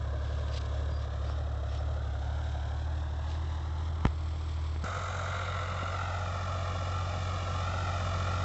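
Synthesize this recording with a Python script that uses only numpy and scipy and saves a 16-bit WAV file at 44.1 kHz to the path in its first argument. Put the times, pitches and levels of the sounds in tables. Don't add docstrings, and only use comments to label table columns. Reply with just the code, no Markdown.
import sys
import numpy as np
from scipy import signal
from scipy.fft import rfft, irfft, next_fast_len
from scipy.io import wavfile
from scipy.ndimage import map_coordinates

SR = 44100
rng = np.random.default_rng(int(sys.argv[2]) if len(sys.argv) > 2 else 0)


def generate_wav(signal):
    frames = np.transpose(np.atleast_2d(signal))
    scaled = np.clip(frames, -1, 1) * 32767
    pcm = np.round(scaled).astype(np.int16)
    wavfile.write(sys.argv[1], SR, pcm)


N = 372204
T = np.arange(N) / SR
SWITCH_S = 4.84

# (frequency [Hz], width [Hz], relative level [dB])
PANEL_MODES_AWAY = [(596, 102, 5), (720, 185, -3.5)]
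BLOCK_MODES_AWAY = [(930, 210, -2), (1340, 153, 1.5), (1690, 330, -8)]


def amp(db):
    return 10 ** (np.asarray(db) / 20)


def unit(x):
    return x / np.sqrt(np.mean(x ** 2) + 1e-20)


def curves(rows):
    s, *cols = np.transpose(rows)
    return [np.interp(T, s, c) for c in cols]


def wobble(rate_hz):
    knots = rng.standard_normal(int(N * rate_hz / SR) + 4)
    return map_coordinates(knots, [T * rate_hz])


def swell(s, length_s):
    return np.exp(-2 * ((T - s) / length_s) ** 2)


def turning(s, duration_s, before, after):
    return before + (after - before) * (1 + np.tanh((T - s) / duration_s)) / 2


def filtered(x, response):
    m = next_fast_len(N + SR // 2)
    return irfft(rfft(x, m) * response(np.fft.rfftfreq(m, 1 / SR)), m)[:N]


def ring(x, modes):
    def response(f):
        return sum((-1) ** k * amp(db) * 1j * f * width / (hz * hz - f * f + 1j * f * width)
                   for k, (hz, width, db) in enumerate(modes))
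    return filtered(x, response)


def coloured(x, spectrum):
    hz, db = np.transpose(spectrum)
    return unit(filtered(x, lambda f: amp(np.interp(np.log(f + 1), np.log(hz), db))))


def cyclic(cycle, share):
    pattern = rng.standard_normal(size=4096)
    alike = pattern[(cycle % 1 * len(pattern)).astype(int)]
    return np.sqrt(share) * alike + np.sqrt(1 - share) * rng.standard_normal(N)


def firing(cycle, place, depth_db, regular):
    return cyclic(cycle, regular) * amp(depth_db * np.cos(2 * np.pi * 3 * (cycle - place)))


def hunting(t):
    period_s, crest_s = 0.504, 0.383
    # (time [s], amplitude [rpm])
    hunt_depth = [(0, 20), (2.4, 42), (4, 22), (4.2, 0)]
    return np.cos(2 * np.pi * (t - crest_s) / period_s) * np.interp(t, *np.transpose(hunt_depth))


def exhaust(cycle, column, booms, waver_db, waver_rate_hz):
    # (multiple of the four-stroke cycle, away [relative dB], closer [relative dB])
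    exhaust_lines = [(3, -16.5, -14.5), (4, -21, -16.5), (5, -22, -16), (6, 1.5, -2.5), (7, -19.5, -24.5),
                     (8, -29, -26.5), (9, -15.5, -16), (10, -18.5, -39), (11, -30, -28.5), (12, -27, -30.5),
                     (14, -40.5, -34), (15, -44, -31.5), (18, -45.5, -34), (21, -32, -37), (24, -29.5, -36),
                     (27, -38, -48)]
    cycle_hz = np.gradient(cycle)[::100] * SR
    drone = 0
    for row in exhaust_lines:
        order = round(row[0])
        boom_db = sum(db * np.exp(-((order * cycle_hz - hz) / width) ** 2) for hz, width, db in booms)
        level_db = row[column] + np.interp(T, T[::100], boom_db) + waver_db * wobble(waver_rate_hz)
        drone = drone + amp(level_db) * np.sin(2 * np.pi * (order * cycle + rng.random()))
    return unit(drone)


def knocking(cycle, blows, column, modes, scatter_db, jitter_s, rattle, rattle_s, regular):
    blows = np.array(blows)
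    places = np.arange(int(cycle[-1]) + 1)[:, None] + blows[:, 0]
    when = np.interp(places, cycle, T) + jitter_s * rng.standard_normal(places.shape)
    size = amp(blows[:, column] + scatter_db * rng.standard_normal(places.shape))
    inside = (when > 0) & (places < cycle[-1])
    hits = np.bincount((when[inside] * SR).astype(int), size[inside], N)[:N]
    trail = signal.lfilter([1], [1, -np.exp(-1 / (rattle_s * SR))], hits)
    rattling = unit(trail * cyclic(cycle, regular))
    return unit(ring(unit(hits) + rattle * rattling, modes))


def puffing(cycle, spectrum, place, depth_db, regular):
    return coloured(firing(cycle, place, depth_db, regular), spectrum)


def whine(cycle, levels_db, waver_db, smear_rad):
    gear_orders = [33.3, 44.35, 52.1, 66.5, 76.3, 78.1, 80.2, 84.2, 88.4, 89.7, 99.1]
    lines = 0
    for order, db in zip(gear_orders, levels_db):
        level = amp(db) * unit(amp(waver_db * wobble(12)))
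        lines = lines + level * np.sin(2 * np.pi * order * cycle + smear_rad * wobble(14))
    return np.sqrt(2) * lines


def reflected(x, lag_ms, share, low_hz, dull_hz, turn_rad):
    thin = filtered(x, lambda f: f ** 4 / (f ** 4 + low_hz ** 4) / (1 + (f / dull_hz) ** 2))
    echo = signal.hilbert(thin, next_fast_len(N))[:N]
    delayed = np.interp(T - lag_ms / 1000, T, echo)
    return x + share * np.real(np.exp(1j * turn_rad) * delayed)


def going_away():
    # (time [s], speed [rpm])
    throttle = [(2.275, 1439.8), (3.814, 1589.9), (4.84, 1552.6)]
    # (frequency [Hz], width [Hz], boost [dB])
    pipe_booms = [(107.5, 9.2, 10), (308, 15, 3), (352, 10, 8)]
    # (place in cycle [0-1], panel [relative dB], block [relative dB])
    blows = [(.05, -9, -10), (.22, -5.5, -7), (.42, -13, -2), (.55, -4, -3), (.67, -3.5, 0), (.77, -14, -3),
             (.885, -1, -10), (.98, -12, -3)]
    # (frequency [Hz], relative level [dB])
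    roar_spectrum = [(59, -36), (100, 0.5), (120, -24.5), (135, -3.5), (177, -13.5), (220, -19), (310, -15),
                     (390, -15), (619, -19.5), (733, -15.5), (845, -18), (1660, -21.5), (2200, -54),
                     (2860, -65), (4840, -120)]
    # (frequency [Hz], relative level [dB])
    open_hiss = [(1060, -25), (1800, 1), (2410, -6.5), (2930, -4), (3320, 1), (3790, 1.5), (4540, -11),
                 (5310, -6), (6770, -13), (7580, -11.5), (8020, -20), (10400, -47.5), (17600, -120)]
    grip_hiss = [(1060, -29), (1800, 2), (2400, -1.5), (2900, -1.5), (3550, 3), (4400, -3.5), (5400, -5),
                 (6800, -13.5), (7700, -6), (8100, -16), (10400, -46)]
    # (time [s], level [dB])
    soil_levels = [(0, -58), (.8, -56), (1.5, -59), (2.05, -58.5), (2.35, -55.5), (3.0, -57.5),
                   (3.4, -56.5), (3.95, -57), (4.25, -57.5), (4.52, -54.5), (4.8, -56.5)]
    gear_levels_db = [-72, -68, -66, -65, -68.5, -77, -80.5, -69, -70, -74, -81]
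    # (time [s], lag [ms])
    echo_lags = [(0, 1.81), (.9, 1.8), (1.4, 1.59), (1.9, 1.56), (2.25, 1.35), (2.75, 1.27), (3.07, 1.11),
                 (3.35, 1.08), (3.9, .95), (4.4, .92)]
    fuel_lead_s, full_fuel_rpm = 0.024, 30
    grip_s = 4.07

    rpm = curves(throttle)[0] + hunting(T)
    cycle = np.cumsum(rpm) / (2 * 60 * SR)
    fuel = hunting(T + fuel_lead_s) / full_fuel_rpm
    panel_db = -52.5 - 0.78 * T
    block_db = -58 - 5 * (T > grip_s)
    drone = amp(-33 + 0.7 * fuel) * exhaust(cycle, 1, pipe_booms, waver_db=0.6, waver_rate_hz=11)
    panel = amp(panel_db) * knocking(cycle, blows, 1, PANEL_MODES_AWAY, scatter_db=1.5, jitter_s=0.0003,
                                     rattle=1.1, rattle_s=0.006, regular=0.35)
    block = amp(block_db) * knocking(cycle, blows, 2, BLOCK_MODES_AWAY, scatter_db=2.0, jitter_s=0.0002,
                                     rattle=2.5, rattle_s=0.008, regular=0.4)
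    roar_db = (panel_db + block_db) / 2 + 9.5
    roar = amp(roar_db) * puffing(cycle, roar_spectrum, place=0.55, depth_db=0.5, regular=0.32)
    before = puffing(cycle, open_hiss, place=0.29, depth_db=2.0, regular=0.28)
    after = puffing(cycle, grip_hiss, place=0.29, depth_db=2.0, regular=0.28)
    hiss = amp(curves(soil_levels)[0] + 0.9 * wobble(24)) * np.where(T < grip_s, before, after)
    gears = whine(cycle, gear_levels_db, waver_db=6.0, smear_rad=0.46)
    share = turning(grip_s, 0.05, before=0.48, after=0.45)
    return drone + reflected(panel + block + roar + hiss + gears, curves(echo_lags)[0], share,
                             low_hz=330, dull_hz=3300, turn_rad=0.1)


def harrow():
    # (time [s], length [s], level [dB])
    scrapes = [(.33, 0.23, -58.5), (0.485, 0.011, -53), (0.54, 0.023, -47), (0.573, 0.019, -43),
               (0.617, 0.012, -50), (0.658, .012, -55), (1.024, 0.033, -59), (1.3, 0.069, -57),
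               (1.75, 0.077, -55.5), (3.316, 0.078, -52.5)]
    # (time [s], length [s], frequency [Hz], level [dB])
    squeak_events = [(0.534, .026, 4800, -53), (.582, .025, 4800, -58), (0.962, 0.065, 4810, -58.5),
                     (1.016, .03, 5450, -63.5), (1.285, 0.04, 4800, -62), (1.315, 0.032, 5390, -60.5),
                     (1.72, 0.032, 5400, -61), (1.79, .028, 5370, -63)]
    soil = coloured(rng.standard_normal(N), [(700, -12.5), (1600, 2.5), (3300, 15), (4200, 11),
                                             (5500, 6.5), (8000, -3.0)])
    grit = unit(soil * amp(2.5 * wobble(310)))
    grinding = grit * sum(amp(db) * swell(s, length) for s, length, db in scrapes)
    chatter = unit(amp(3 * wobble(120)))
    slip_rad = 0.9 * wobble(200)
    squeaks = chatter * sum(amp(db) * swell(s, length) * unit(np.sin(2 * np.pi * hz * T + slip_rad))
                            for s, length, hz, db in squeak_events)
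    return grinding + squeaks


def stray_knocks():
    # (time [s], peak level [dB])
    knocks = [(.385, -42), (.495, -40), (1.298, -31.5), (2.153, -37)]
    modes = PANEL_MODES_AWAY + BLOCK_MODES_AWAY
    peak = np.abs(ring(signal.unit_impulse(N), modes)).max()
    s, db = np.transpose(knocks)
    return ring(np.bincount((s * SR).astype(int), amp(db), N), modes) / peak


def hollowed(x):
    # (frequency [Hz], width [Hz], share removed [0-1])
    case_dips = [(526, 200, 0.3), (1570, 110, 0.5), (4300, 1100, 0.6)]
    for hz, width_hz, share in case_dips:
        x = x - share * ring(x, [(hz, width_hz, 0)])
    return x


def bumps():
    # (time [s], thud gain [dB], click gain [dB], contact half-width [s])
    touches = [(4.009, -48, -28, 0.00013), (4.0514, -50, -16.5, 0.0002), (4.05208, -55, -20, 0.0001),
               (4.0527, -36, -15.5, 0.00012), (4.05368, -13.5, -14, 0.00011), (4.0566, -55, -28, .00012),
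               (4.0682, -42, -20, 0.00008), (4.0705, -40, -24, 0.00007), (4.579, -55, -31, 0.00016),
               (4.762, -58, -25.5, 0.00014), (4.842, -38, -26, .0005), (5.832, -45, -26, 0.0003)]
    lead = SR // 200
    t = np.arange(-lead, SR // 4) / SR
    after = np.maximum(t, 0)
    swing = np.cos(2 * np.pi * 64 * after) * amp(-60 * after / 0.087)
    push = 1.4 * np.exp(-after / 0.0011)
    thud = (swing + push) * (1 - np.exp(-after / 0.00031))
    out = np.zeros(N + SR)
    for s, thud_db, click_db, contact_s in touches:
        dent = 1 / (1 + (t / contact_s) ** 2)
        scratch = 0.05 * rng.standard_normal(len(t)) * amp(-60 * np.abs(t) / 0.0037)
        start = round(s * SR) - lead
        out[start:start + len(t)] += amp(thud_db) * thud - amp(click_db) * (dent + scratch)
    return hollowed(out[:N])


def coming_closer():
    # (frequency [Hz], width [Hz], boost [dB])
    pipe_booms = [(104.5, 11.6, 5.8)]
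    # (place in cycle [0-1], panel [relative dB], block [relative dB])
    blows = [(.03, -6, -22), (.145, -12, -1), (.21, -6, 0), (.3, -16, -9), (.37, -4.5, -20),
             (.445, -3.5, -20), (.48, -20, -2), (.548, -9, 0), (.66, 0, -11), (.755, -8, -6),
             (.835, -8, -7), (.895, -4.5, -4.5), (.955, -10, -5)]
    # (frequency [Hz], width [Hz], relative level [dB])
    panel_modes = [(551.6, 62, 2.5), (678, 95, -1), (862, 152, -2.5)]
    block_modes = [(1033, 48, 0), (1209, 80, -3.5), (1385, 96, -1.5), (1780, 480, -17.5), (2387, 52, -15)]
    injector_modes = [(2380, 220, -4), (2893, 98, -2), (3570, 72, -2), (5160, 41, -7)]
    bonnet_modes = [(1993, 200, 2), (3780, 380, -2)]
    # (frequency [Hz], relative level [dB])
    roar_spectrum = [(59, -22), (100, -15), (125, 0), (177, -26.5), (290, -24.5), (400, -26), (520, -13),
                     (700, -10.5), (870, -10), (1050, -13), (1350, -9), (1650, -20), (2050, -19),
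                     (2900, -57.5), (4800, -120)]
    rasp_spectrum = [(1060, -28.5), (1800, -10.5), (2350, -4), (3000, -7), (3560, -2.5), (4300, -9.5),
                     (5200, -9), (7260, -13.5), (7720, -15.5), (8020, -47), (10400, -76)]
    chuff_spectrum = [(100, -38), (145, 4.5), (178, 5.5), (215, -7), (300, -5.5), (480, -13), (900, -46)]
    sizzle_spectrum = [(3500, -38.5), (5200, -10), (6100, 1.5), (6600, 4.5), (7600, 1.5), (8100, -24)]
    # (time [s], level [dB])
    knock_levels = [(4.88, -43.5), (5.3, -43.5), (5.69, -45), (6.08, -45), (6.3, -48.5), (6.77, -49),
                    (7.4, -50), (7.8, -46.5), (8.1, -46.5), (8.4, -45.5)]
    injector_levels = [(4.9, -73), (5.7, -55), (6.0, -53), (6.3, -59), (7.3, -56), (8.3, -56)]
    bonnet_levels = [(4.85, -52.5), (5.15, -52.5), (5.33, -47.5), (5.6, -48.5), (5.95, -53.5), (6.3, -60),
                     (6.8, -70)]
    treble_levels = [(4.85, -58), (5.2, -56), (5.6, -63), (6.0, -63.5), (6.6, -69), (7.4, -71), (8.4, -66)]
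    # (time [s], level [dB])
    rasp_levels = [(5.0, -50.5), (5.55, -53), (6.24, -49.5), (8.3, -45.5)]
    gear_levels_db = [-61.5, -58.5, -68, -64.5, -68.5, -65, -59, -59, -58.5, -59, -64.5]
    # (time [s], lag [ms])
    echo_lags = [(4.87, 1.25), (5.25, 1.2), (5.6, 1.28), (5.92, 1.3), (6.0, 1.6), (6.12, 1.62), (6.3, 1.73),
                 (6.55, 1.79), (6.8, 1.8), (7.0, 1.73), (7.3, 1.81), (7.52, 1.84), (7.72, 1.64),
                 (7.85, 1.66), (8.1, 1.77), (8.25, 1.75), (8.44, 1.67)]
    rpm, start_cycles, wander_cycles = 1807.1, 0.956, 0.005
    distance_m, approach_m_per_s = 31, 1.9
    quick_turn_s, quick_turn_length_s = 5.96, 0.04

    cycle = start_cycles + rpm * T / (2 * 60) + wander_cycles * wobble(4)
    elapsed_s = np.maximum(T - SWITCH_S, 0)
    nearness_db = -20 * np.log10(1 - approach_m_per_s * elapsed_s / distance_m)
    pipe_db = -37 + nearness_db + 0.75 * elapsed_s
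    chuff_db = pipe_db - 18 + 1.5 * elapsed_s
    panel_db = -48.5 + nearness_db
    block_db = curves(knock_levels)[0]
    drone = amp(pipe_db) * exhaust(cycle, 2, pipe_booms, waver_db=0.6, waver_rate_hz=7)
    chuff = amp(chuff_db) * puffing(cycle, chuff_spectrum, place=0.14, depth_db=3.0, regular=0.41)
    panel = amp(panel_db) * knocking(cycle, blows, 1, panel_modes, scatter_db=2.2, jitter_s=0.00009,
                                     rattle=0.8, rattle_s=0.005, regular=0.5)
    block = amp(block_db) * knocking(cycle, blows, 2, block_modes, scatter_db=1.1, jitter_s=0.00003,
                                     rattle=0.6, rattle_s=0.003, regular=0.65)
    roar_db = (panel_db + block_db) / 2 + 3.5
    roar = amp(roar_db) * puffing(cycle, roar_spectrum, place=0.17, depth_db=0.5, regular=0.36)
    rasp_db = curves(rasp_levels)[0] - 2.5
    rasp = amp(rasp_db) * puffing(cycle, rasp_spectrum, place=0.2, depth_db=1.5, regular=0.25)
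    injector_drive = firing(cycle, place=0.14, depth_db=3.0, regular=0.3)
    injectors = amp(curves(injector_levels)[0]) * unit(ring(injector_drive, injector_modes))
    bonnet_drive = firing(cycle, place=0.14, depth_db=3.0, regular=0.33)
    bonnet = amp(curves(bonnet_levels)[0]) * unit(ring(bonnet_drive, bonnet_modes))
    treble = puffing(cycle, sizzle_spectrum, place=0.17, depth_db=3.5, regular=0.37)
    sizzle = amp(curves(treble_levels)[0]) * treble
    gears = whine(cycle, gear_levels_db, waver_db=4.5, smear_rad=1.0)
    engine = panel + block + roar + rasp + injectors + bonnet + sizzle + gears
    turn_rad = turning(quick_turn_s, quick_turn_length_s, before=-1.85, after=1.22)
    share = turning(quick_turn_s, quick_turn_length_s, before=0.55, after=0.88)
    return drone + chuff + reflected(engine, curves(echo_lags)[0], share,
                                     low_hz=520, dull_hz=3100, turn_rad=turn_rad)


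def scene():
    away = going_away() + harrow() + stray_knocks()
    tick = amp(-34) * swell(SWITCH_S + 0.0036, 0.0018) * rng.standard_normal(N)
    return (np.where(T < SWITCH_S, away, coming_closer()) + bumps() + tick)[None]


def record(dry):
    top_hz = 8100
    lean = signal.sosfilt(signal.butter(2, 22, 'highpass', fs=SR, output='sos'), dry[0])
    return filtered(lean, lambda hz: 1 / np.sqrt(1 + (hz / top_hz) ** 100))[None]


dry = scene()
out = record(dry)
generate_wav(out)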